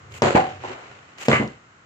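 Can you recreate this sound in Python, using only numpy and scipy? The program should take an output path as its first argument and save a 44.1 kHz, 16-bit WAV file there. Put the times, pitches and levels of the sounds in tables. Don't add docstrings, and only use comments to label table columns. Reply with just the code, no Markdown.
import sys
import numpy as np
from scipy import signal
from scipy.io import wavfile
from scipy.ndimage import uniform_filter1d

SR = 44100
rng = np.random.default_rng(int(sys.argv[2]) if len(sys.argv) > 2 else 0)


def store_pcm(level_fs):
    pcm = np.round(np.clip(level_fs, -1, 1) * 32767).astype(np.int16)
    wavfile.write(sys.argv[1], SR, np.atleast_2d(pcm).T)


N = 81585
TIME = np.arange(N) / SR

BAND_EDGES_HZ = np.r_[np.geomspace(22, 4400, 16), 5200, 6300, 7700, 8600, 11000, 14000, 17000]
# (frequency [Hz], correlation [-1 to 1])
EAR_LIKENESS = [(60, 0.92), (150, 1), (300, 0.86), (550, 0.3), (1000, -0.15), (2200, -0.25), (5000, 0)]
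# (frequency [Hz], t60 [s])
YARD_T60 = [(60, 0.59), (250, 0.51), (800, 0.44), (2500, 0.57), (7000, 0.54), (15000, 0.37)]
SCATTER_GRAIN_DB, SCATTER_GRAIN_HZ = 2.2, 160
RING_WAVER_DB, RING_WAVER_HZ = 1.4, 35
LEAD_S = 0.00019

# (frequency [Hz], density [dB per Hz])
AIR_COLOUR = [(25, 0.5), (55, -11), (115, 9), (180, 1), (400, -2.5), (800, -4.5), (1200, 3.5), (2400, -6),
              (4500, -18.5), (5700, -17.5), (7000, -15), (8200, -61.5), (9800, -54), (15000, -56)]
AIR_DB, AIR_FADE_DB_PER_S = -49, -2

# (time [s], level [dB], width [s])
BUMPS = [(.12, -44, 0.052), (.54, -46.5, 0.1), (.61, -52, .022), (.72, -60, 0.035), (.94, -55.5, 0.035)]
# (frequency [Hz], density [dB per Hz])
BUMP_COLOUR = [(30, -41), (70, -5.5), (125, 13), (190, -33), (500, -9), (2000, -61)]
# (time [s], level [dB])
TICKS = [(0.1214, -32.5), (0.236, -26), (0.2564, -23), (1.183, -31), (1.219, -27), (1.476, -31.5)]
# (time [s], level [dB], width [s])
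SWISHES = [(.127, -69, 0.0056), (.162, -40, .018), (1.19, -43.5, 0.0046), (1.222, -33, 0.01),
           (1.264, -37, 0.011)]
# (frequency [Hz], density [dB per Hz])
SWISH_COLOUR = [(150, -13), (370, -3), (900, -2.5), (1600, 0), (2600, 2), (3800, -9), (5700, -11.5),
                (7000, -5), (8200, -16), (10000, -23.5), (15000, -25)]
# (time [s], level [dB], width [s])
RUSTLES = [(.51, -41.5, 0.037), (.622, -43.5, 0.014), (.668, -37.5, 0.024), (.725, -38.5, 0.011),
           (.845, -47, 0.026), (.93, -48, 0.025), (1.05, -53.5, 0.15), (1.49, -50, 0.038)]
# (frequency [Hz], density [dB per Hz])
RUSTLE_COLOUR = [(100, -2.5), (400, 5.5), (1200, 5), (2700, 3), (4500, -12), (5700, -11), (7000, -12.5),
                 (8200, -47), (9800, -48), (15000, -50.5)]
FRICTION_GRAIN_DB, FRICTION_GRAIN_HZ = 2.5, 110

# (time [s], slap level [dB], slap width [s], crack level [dB], yard level [dB],
# yard tilt [dB per octave], yard low cut [Hz], twang level [dB], fork level [dB])
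SNAPS = [(0.2207, -5, 0.0003, -7, -16, -1.08, 259, -3.5, 1.5),
         (1.284, -2.5, 0.00043, -7.5, -20, -0.33, 50, 0.5, -7)]
CRACK_DECAY_S, CRACK_LOW_HZ, CRACK_DULL_HZ, CRACK_TOP_HZ = 0.0023, 850, 2700, 7700
CRACK_EDGE_DB = -20
SECOND_SLAP_S, SECOND_SLAP_DB = 0.00236, -5
# (delay [s], level [dB], left lead [s])
ECHOES = [(.0085, -9, .00005), (.0182, -9, 0), (0.036, -11, -.0001), (.049, -4, .00005)]
ECHO_CUT_HZ = 1800
# (frequency [Hz], density [dB per Hz])
SNAP_COLOUR = [(35, -32.5), (70, -3.5), (130, 4.5), (180, -16.5), (300, -3), (520, 4), (1000, -3),
               (2500, -10.5), (4700, -21.5), (5700, -27), (7000, -18.5), (8200, -36), (9800, -47.5),
               (15000, -55)]
SNAP_RISE_S, SNAP_HOLD_S, SNAP_T60_SCALE = 0.0042, 0.056, 0.68
# (frequency [Hz], level [dB], t60 [s])
TWANG_MODES = [(134, -16, 0.37), (225, -19, 0.33)]
# (frequency [Hz], level [dB], t60 [s])
FORK_MODES = [(368.7, -22, 0.35), (430.5, -14.5, 0.14), (565, -23.5, .22), (698, -23, 0.17),
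              (944, -28.5, .28)]
# (time [s], level [dB])
FLAPS = [(1.401, 2.5), (1.437, -5.5)]
# (frequency [Hz], level [dB], t60 [s])
FLAP_MODES = [(222, -18, 0.16), (250, -27, .12), (288, -25, 0.14)]

# (time [s], thump level [dB], thump width [s], scatter level [dB], tilt [dB per octave],
# low cut [Hz], t60 scale [ratio], ring level [dB])
THUMPS = [(0.351, -3, 0.00063, -13.5, 0, 107, 0.64, 1.5), (1.4, -15.5, 0.0008, -20.5, -4.5, 150, 0.46, -29),
          (1.4399, -20.5, 0.00045, -28, -6.5, 190, 0.61, -49)]
# (frequency [Hz], density [dB per Hz])
KNOCK_COLOUR = [(40, -44), (80, 3), (140, -4.5), (250, -1.5), (450, -1.5), (780, -0.5), (1150, -7),
                (2300, -12.5), (4000, -27), (5700, -35.5), (7000, -30.5), (8200, -46.5), (9800, -52),
                (15000, -67)]
KNOCK_LEAD_S, KNOCK_RISE_S = 0.0054, 0.0069
# (frequency [Hz], level [dB], t60 [s])
BOARD_MODES = [(513, -19, 0.26), (604, -27, 0.42), (744, -14, 0.36), (777, -14, 0.33), (805, -22, .26),
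               (829, -16, 0.29), (857, -22, .22), (2290, -22, .08)]
BOARD_DELAY_S = 0.011

# (time [s], ring level [dB], contact cut [Hz], scatter level [dB])
DROPS = [(.6375, -23.5, 1500, -36), (.696, -21.5, 430, -44), (.745, -32, 400, -50)]
# (frequency [Hz], level [dB], t60 [s])
DROP_MODES = [(255, -17, .2), (377, -7, .14), (440, -7, .06), (502, -8, .11), (571, -10, .12),
              (790, -6, .15), (861, -4, .15), (945, -3, .12), (1050, -10, .13)]
DROP_LOW_HZ = 370

# (time [s], tick level [dB], scatter level [dB], ring level [dB])
CLANGS = [(1.3145, -5, -30, -10), (1.329, -13, -25, -3.5), (1.3535, -17, -32, -6.5)]
# (frequency [Hz], density [dB per Hz])
CLANG_COLOUR = [(200, -18), (700, -35), (1200, 6.5), (2200, 15), (3100, -2.5), (4300, -44), (5700, -32),
                (7000, -40), (8200, -17.5), (9800, -51), (15000, -53)]
# (frequency [Hz], level [dB], t60 [s])
CLANG_MODES = [(1171, -14, 0.2), (1507, -25, 0.15), (1720, -20, .16), (1933, -25, .2), (2020, -19.5, 0.24),
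               (2055, -16, 0.29), (2200, -23, .24), (2275, -21, 0.18), (2412, -24, .15), (2780, -23, 0.11)]
CLANG_RISE_S, CLANG_T60_SCALE = 0.0033, 0.41
CLANG_LEAD_S, CLANG_TICK_TOP_HZ = 0.00014, 3520


def from_db(db):
    return 10 ** (np.asarray(db) / 20)


def at_hz(points, hz):
    table_hz, values = np.array(points).T
    return np.interp(np.log(hz), np.log(table_hz), values)


def filtered(x, hz, kind, order=2):
    sos = signal.butter(order, hz, kind, fs=SR, output="sos")
    return signal.sosfilt(sos, x + 1e-18)


def delayed(x, s):
    return np.interp(TIME - s, TIME, x, left=0)


def placed(x, lead_s):
    return np.array([x, delayed(x, lead_s)])


def clumps(depth_db, hz):
    flicker = filtered(rng.standard_normal(N), hz, "low")
    gain = from_db(depth_db * flicker / flicker.std())
    return gain / np.sqrt(np.mean(gain ** 2))


def noise_bands():
    bands = []
    for low, high in zip(BAND_EDGES_HZ, BAND_EDGES_HZ[1:]):
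        pair = filtered(rng.standard_normal((2, N + SR // 2)), [low, high], "band", order=4)
        running_rms = np.sqrt(uniform_filter1d(pair ** 2, size=1300) + 1e-18)
        middle, side = (pair / running_rms)[:, -N:]
        alike = np.clip(at_hz(EAR_LIKENESS, np.sqrt(low * high)), -.99, .99)
        opposed = side * [[1], [-1]]
        bands.append(np.sqrt((1 + alike) / 2) * middle + np.sqrt((1 - alike) / 2) * opposed)
    return bands


def coloured(bands, colour, tilt_db=0, age=None, t60_scale=1):
    hz = np.sqrt(BAND_EDGES_HZ[1:] * BAND_EDGES_HZ[:-1])
    density = from_db(at_hz(colour, hz) + tilt_db * np.log2(hz))
    gains = density * np.sqrt(np.diff(BAND_EDGES_HZ))
    gains = gains / np.linalg.norm(gains)
    rates = np.log(1000) / (at_hz(YARD_T60, hz) * t60_scale)
    out = 0
    for band, gain, rate in zip(bands, gains, rates):
        decay = 1 if age is None else np.exp(-rate * age)
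        out = out + band * gain * decay
    return out


def scatter(bands, s, colour, rise_s, hold_s, t60_scale, tilt_db=0):
    age = np.maximum(TIME - s - rise_s - hold_s, 0)
    rise = np.clip((TIME - s) / rise_s, 0, 1)
    grain = clumps(SCATTER_GRAIN_DB, SCATTER_GRAIN_HZ)
    return rise * grain * coloured(bands, colour, tilt_db, age, t60_scale)


def slap(s, width_s):
    u = (TIME - s) / width_s - 2
    return u * np.exp((1 - u ** 2) / 2)


def crack(s, top_hz):
    age = np.maximum(TIME - s, 0)
    crackle = rng.choice([-1, 1], N) * (age > 0) * np.exp(-age / CRACK_DECAY_S)
    burst = filtered(crackle, [CRACK_LOW_HZ, CRACK_DULL_HZ], "band", order=1)
    return 2 * (filtered(burst, top_hz, "low", order=8) + from_db(CRACK_EDGE_DB) * burst)


def ring(s, modes):
    age, out = np.maximum(TIME - s, 0), 0
    for hz, db, t60 in modes:
        apart = np.arccos(at_hz(EAR_LIKENESS, hz)) * np.array([[.5], [-.5]])
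        onset = np.minimum(age * hz / 2, 1)
        level = from_db(db - 60 * age / t60) * onset * clumps(RING_WAVER_DB, RING_WAVER_HZ)
        out = out + level * np.sin(2 * np.pi * hz * age + apart)
    return out


def swells(rows):
    return np.sqrt(sum(from_db(db) ** 2 * np.exp(-((TIME - s) / width) ** 2 / 2)
                       for s, db, width in rows))


def air(bands):
    return from_db(AIR_DB + AIR_FADE_DB_PER_S * TIME) * coloured(bands, AIR_COLOUR)


def handling(bands):
    bumps = swells(BUMPS) * coloured(bands, BUMP_COLOUR)
    ticks = sum(from_db(db) * crack(s, CRACK_TOP_HZ) for s, db in TICKS)
    swishes = swells(SWISHES) * coloured(bands, SWISH_COLOUR)
    rustles = swells(RUSTLES) * coloured(bands, RUSTLE_COLOUR)
    friction = (swishes + rustles) * clumps(FRICTION_GRAIN_DB, FRICTION_GRAIN_HZ)
    return bumps + placed(ticks, LEAD_S) + friction


def snaps(bands):
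    out = sum(from_db(db) * ring(s, FLAP_MODES) for s, db in FLAPS)
    for s, db, width_s, crack_db, yard_db, tilt_db, low_hz, twang_db, fork_db in SNAPS:
        band_slap = slap(s - width_s, width_s)
        pouch_slap = -from_db(SECOND_SLAP_DB) * slap(s + SECOND_SLAP_S, width_s)
        direct = from_db(db) * (band_slap + pouch_slap)
        bright = from_db(crack_db) * crack(s - width_s, CRACK_TOP_HZ)
        out = out + placed(direct + bright, LEAD_S)
        out = out + from_db(twang_db) * ring(s, TWANG_MODES) + from_db(fork_db) * ring(s, FORK_MODES)
        dull = filtered(direct, ECHO_CUT_HZ, "low", order=1)
        for delay_s, echo_db, lead_s in ECHOES:
            out = out + from_db(echo_db) * placed(delayed(dull, delay_s), lead_s)
        yard = scatter(bands, s, SNAP_COLOUR, SNAP_RISE_S, SNAP_HOLD_S, SNAP_T60_SCALE, tilt_db)
        out = out + from_db(yard_db) * filtered(yard, low_hz, "high", order=1)
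    return out


def thumps(bands):
    out = 0
    for s, db, width_s, scatter_db, tilt_db, low_hz, t60_scale, ring_db in THUMPS:
        own = [np.roll(band, int(rng.integers(SR // 50, SR // 4)), axis=1) for band in bands]
        yard = scatter(own, s - KNOCK_LEAD_S, KNOCK_COLOUR, KNOCK_RISE_S, 0.013, t60_scale, tilt_db)
        board = ring(s + BOARD_DELAY_S, BOARD_MODES)
        body = from_db(scatter_db) * yard + from_db(ring_db) * board
        thump = from_db(db) * slap(s - width_s, width_s)
        out = out + placed(thump, LEAD_S) + filtered(body, low_hz, "high")
    return out


def drops(bands):
    out = 0
    for s, ring_db, cut_hz, scatter_db in DROPS:
        knock = filtered(ring(s, DROP_MODES), cut_hz, "low")
        yard = scatter(bands, s, KNOCK_COLOUR, KNOCK_RISE_S, 0.0073, 1.28)
        out = out + from_db(ring_db) * knock + from_db(scatter_db) * filtered(yard, DROP_LOW_HZ, "high")
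    return out


def clangs(bands):
    out = 0
    for s, tick_db, scatter_db, ring_db in CLANGS:
        tick = placed(crack(s, CLANG_TICK_TOP_HZ), CLANG_LEAD_S)
        yard = scatter(bands, s, CLANG_COLOUR, CLANG_RISE_S, 0.015, CLANG_T60_SCALE)
        out = out + from_db(tick_db) * tick + from_db(scatter_db) * yard
        out = out + from_db(ring_db) * ring(s, CLANG_MODES)
    return out


def scene():
    near, far, other = noise_bands(), noise_bands(), noise_bands()
    return air(far) + handling(other) + snaps(near) + thumps(near) + drops(far) + clangs(far)


def record(dry):
    rounded = .99 * np.tanh(filtered(dry, 50, "high") / .99)
    top_cut = signal.cheby2(12, 70, 16700, fs=SR, output="sos")
    return signal.sosfilt(top_cut, rounded)


dry = scene()
out = record(dry)
store_pcm(out)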